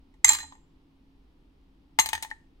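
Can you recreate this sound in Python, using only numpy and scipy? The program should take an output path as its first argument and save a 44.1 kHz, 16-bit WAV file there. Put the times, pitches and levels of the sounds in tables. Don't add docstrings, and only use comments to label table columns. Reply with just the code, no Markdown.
import sys
import numpy as np
from scipy import signal
from scipy.fft import rfft, irfft, next_fast_len
from scipy.io import wavfile
from scipy.ndimage import map_coordinates

SR = 44100
rng = np.random.default_rng(int(sys.argv[2]) if len(sys.argv) > 2 else 0)


def log_audio(samples):
    frames = np.atleast_2d(samples).T
    limited = np.clip(frames, -1, 1)
    pcm = np.round(limited * 32767).astype(np.int16)
    wavfile.write(sys.argv[1], SR, pcm)


N = 114660

# t/s, left minus right/dB, room tail offset/dB, table thump re knock/dB
CUBES = [(.6, -1.5, .5, -11), (1.9, 2.5, -4, -17)]
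HALVES = np.array([[.5], [-.5]])


def ice_in_glass():
    # t/s, crack/dB, crack corner/Hz, knock/dB, wall ring/dB, clink/dB, clink kind
    contacts = [ (.140, -62.5, 4000, -59, -83.5, -66, "hollow"), (.2443, -26, 3012, -23, -36, -9, "hollow"),
                (.2450, -18, 11000, -39.5, -25, -6.5, "bright"),
                (.2456, -16.5, 9000, -40.5, -33, -8, "clear"), (.266, -30, 7000, -44, -38, -22, "bright"),
                (.274, -32, 5135, -43, -36, -23, "hollow"), (.281, -21, 5000, -33, -23, -21, "clear"),
                (.2912, -15, 8170, -30.5, -31, -1.5, "bright"), (.302, -26, 4970, -17.5, -42, -24, "clear"),
                (.311, -20.5, 5838, -37, -39, -24, "thin"), (.320, -27, 6965, -42, -35, -17, "bright"),
                (.332, -23, 11400, -47.5, -41, -24, "icy"), (.343, -28, 5000, -49, -50, -36, "clear"),
                (.348, -24, 6130, -42.5, -48, -31, "icy"), (.387, -28, 3477, -49.5, -49, -39.5, "ping"),
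                (.403, -34, 4020, -34, -58, -38, "ping"), (.430, -38, 3010, -39, -66, -43, "ping"),
                (.440, -55, 2913, -39.5, -80, -52, "bright"), (.523, -42.5, 2000, -46.5, -78, -40, "dull"),
                (.552, -54, 2480, -49, -85, -54, "dull"), (1.9884, -8, 4200, -9.5, -30, -12, "hollow"),
                (1.995, -12.5, 5500, -22.5, -24, -10.5, "clear"),
                (2.000, -23, 6050, -44, -40, -16, "bright"), (2.0592, -23, 13000, -27, -45, -32, "clear"),
                (2.089, -25, 14750, -34, -49, -36, "clear"), (2.131, -16, 5000, -18.5, -40, -25.5, "low"),
                (2.151, -25.5, 4900, -30, -56.5, -27.5, "low"), (2.177, -38, 5000, -37, -68, -34, "low"),
                (2.225, -25.5, 10800, -33, -50, -38, "bright"), (2.232, -29, 5910, -34, -57, -40, "ping"),
                (2.248, -39.5, 6000, -30.5, -67.5, -42, "low"), (2.303, -43, 5140, -43, -72, -50, "ping"),
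                (2.313, -38, 3000, -30.5, -72, -31, "low")]
    # f/Hz, level/dB, t60/s
    wall_modes = [(1203, -10, .18), (2477, -4, .15), (4104, -7, .28), (8515, -1, .1), (6235, -2, .13),
                  (6420, -6, .18), (6470, -10, .25), (7330, -5, .09), (7410, -5, .13), (9440, -6, .1),
                  (11420, -15, .13), (12400, -13, .13), (13400, -15, .09)]
    # f/Hz, level/dB, t60/s
    base_modes = [(881.2, -4, 0.051), (1836, -8.5, 0.064), (2140, -16, 0.044)]
    clink_hz = {"dull": 990, "low": 1820, "hollow": 2050, "ping": 4104, "clear": 6410, "bright": 7385,
                "thin": 8510, "icy": 9460}
    crack_t60_s, clink_t60_s = .025, .034
    out = np.zeros((2, N + SR))
    t = np.arange(SR * 2 // 3) / SR
    times, _, _, table_db = np.transpose(CUBES)
    thump = table_thump(t)
    for s, crack_db, corner_hz, knock_db, wall_db, clink_db, kind in contacts:
        ice = amp(crack_db) * crack(t, corner_hz, crack_t60_s)
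        table = amp(np.interp(s, times, table_db)) * thump
        knock = amp(knock_db) * (ring(base_modes, t) + table)
        wall = amp(wall_db) * ring(wall_modes, t)
        clink = ring([(clink_hz[kind], clink_db, clink_t60_s)], t)
        place(out, s, ice + knock + wall + clink, t)
    return out[:, :N]


def crack(t, corner_hz, t60_s):
    # f/Hz, level/dB
    crack_colour = [(60, -19), (300, -13.5), (600, -27), (900, -2.5), (1400, -8.5), (1900, 2.5), (2650, -5),
                    (3050, 2), (3900, 0.5), (5400, -4), (6500, -6.5), (7500, -0.5), (8100, -1), (9500, 1.5),
                    (10600, -17.5), (12300, 0), (13400, -6), (14400, -20.5), (15500, 2)]
    rise_s, apart = .0003, .22
    hz = np.fft.rfftfreq(1024, 1 / SR)
    rolloff = 1 / np.sqrt(1 + (hz / corner_hz) ** 3)
    colour = causal(amp(along(crack_colour, hz)) * rolloff)
    burst = two_noises(t, apart) * fade(t, t60_s) * (1 - np.exp(-t / rise_s))
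    return 2 * signal.fftconvolve(burst, colour[None], axes=1)[:, :len(t)]


def ring(modes, t):
    detune, scatter_db, rise_s = .0018, 2, .00043
    hz, db, t60_s = np.transpose(modes)
    hz = hz * (1 + detune * rng.standard_normal(len(hz)))
    gain = amp(db + scatter_db * rng.standard_normal(len(hz)))
    sines = np.sin(2 * np.pi * hz[:, None] * t) * fade(t, t60_s[:, None])
    return gain @ sines * (1 - np.exp(-t / rise_s))


def table_thump(t):
    f_hz, rise_s, t60_s = 77, .04, .2
    return np.sin(2 * np.pi * f_hz * t) * fade(t, t60_s) * (1 - np.exp(-t / rise_s))


def rattle():
    # start/s, length/s, crack/dB
    tick_runs = [(.254, .11, -20), (.36, .07, -35)]
    ticks_per_s, t60_s, scatter_db, corner_hz = 90, .005, 4, 4500
    out = np.zeros((2, N + SR))
    t = np.arange(SR // 2) / SR
    brief = t[:1024]
    for start_s, length_s, db in tick_runs:
        run = np.zeros((2, len(t)))
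        for k in range(int(length_s * ticks_per_s)):
            gain = amp(db + scatter_db * rng.standard_normal())
            tick_s = (k + rng.random()) / ticks_per_s
            run[:, round(tick_s * SR):][:, :len(brief)] += gain * crack(brief, corner_hz, t60_s)
        place(out, start_s, run, t)
    return out[:, :N]


def place(out, s, x, t):
    times, lean_db, room_db, _ = np.transpose(CUBES)
    heard = kitchen(x, t, np.interp(s, times, room_db))
    out[:, round(s * SR):][:, :len(t)] += heard * amp(np.interp(s, times, lean_db) * HALVES)


def kitchen(x, t, room_db):
    # f/Hz, t60/s
    tail_t60 = [(150, 0.51), (900, 0.4), (2000, 0.33), (4000, .36), (6500, 0.35), (8500, 0.37),
                (10000, 0.29), (15000, 0.2)]
    tail_db, tail_rise_s, tail_left_minus_right_db = -13.5, .006, .5
    early_db, early_t60_s = -6, .075
    apart = .8
    hz, s, z = signal.stft(two_noises(t, apart), SR, nperseg=256)
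    z = z * fade(s, along(tail_t60, hz)[:, None])
    tail = signal.istft(z, SR, nperseg=256)[1][:, :len(t)]
    tail = unit(tail * (1 - np.exp(-(t / tail_rise_s) ** 2)))
    tail = tail * amp(tail_db + room_db + tail_left_minus_right_db * HALVES)
    early = unit(two_noises(t, apart) * fade(t, early_t60_s)) * amp(early_db)
    response = (tail + early) / np.sqrt(len(t))
    return x + signal.fftconvolve(x, response, axes=1)[:, :len(t)]


def background():
    # f/Hz, relative density/dB
    air_shape = [(22, -8.5), (45, -3), (75, -13.5), (125, -21.5), (165, -17.5), (230, -21.5), (275, -14.5),
                 (380, -24), (600, -36.5), (870, -33.5), (1600, -44.5), (3100, -43), (5000, -48.5),
                 (7000, -58.5), (16000, -62)]
    # f/Hz, side minus mid/dB
    air_width = [(60, -21), (150, -15), (400, -5.5), (2000, 1.5), (8000, -5)]
    # f/Hz, rms before waver/dB
    hum_lines = [(160, -79.5), (272, -71)]
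    air_rms_db = -59
    waver = .6

    def mid_side_gain(hz):
        return amp(along(air_shape, hz) + np.outer([0, 1], along(air_width, hz)))

    mid, side = filtered(rng.standard_normal((2, N)), mid_side_gain)
    air = unit(np.array([mid + side, mid - side])) * amp(air_rms_db)
    t = np.arange(N) / SR
    hum = np.zeros(N)
    for hz, db in hum_lines:
        level = amp(db) * np.sqrt(2) * (1 + waver * wobble(4.3))
        hum += level * np.sin(2 * np.pi * hz * t + waver * wobble(15.0))
    return air + hum


def two_noises(t, apart):
    noise = rng.standard_normal((3, len(t)))
    return np.sqrt(1 - apart) * noise[0] + np.sqrt(apart) * noise[1:]


def amp(db):
    return 10 ** (np.asarray(db) / 20)


def unit(x):
    return x / np.sqrt(np.mean(x ** 2) + 1e-20)


def along(points, hz):
    f, v = np.transpose(points)
    return np.interp(np.log(hz + 1), np.log(f + 1), v)


def fade(t, t60_s):
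    return np.exp(-np.log(1000) * t / t60_s)


def wobble(knots_per_s):
    return map_coordinates(rng.standard_normal(256), [np.arange(N) * knots_per_s / SR], mode="wrap")


def filtered(x, response):
    m = next_fast_len(N + SR // 2)
    return irfft(rfft(x, m) * response(np.fft.rfftfreq(m, 1 / SR)), m)[..., :N]


def causal(gain):
    c = irfft(np.log(np.maximum(gain, 1e-6)))
    half = len(c) // 2
    c[1:half] *= 2
    c[half + 1:] = 0
    return irfft(np.exp(rfft(c)))


def scene():
    # f/Hz, left minus right/dB
    pan = [(200, -1.5), (870, 2.5), (1200, -3), (1900, -1), (2500, 3), (4100, -2), (6000, 0), (7500, -1),
           (8600, 2), (12000, -1)]
    lead_s = .000162

    def to_microphones(hz):
        return amp(HALVES * along(pan, hz)) * np.exp(2j * np.pi * HALVES * hz * lead_s)

    glass = ice_in_glass() + rattle()
    return background() + filtered(glass, to_microphones)


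def record(dry):
    top_hz = 15900
    return filtered(np.clip(dry, -1, 1), lambda hz: 1 / np.sqrt(1 + (hz / top_hz) ** 160))


dry = scene()
out = record(dry)
log_audio(out)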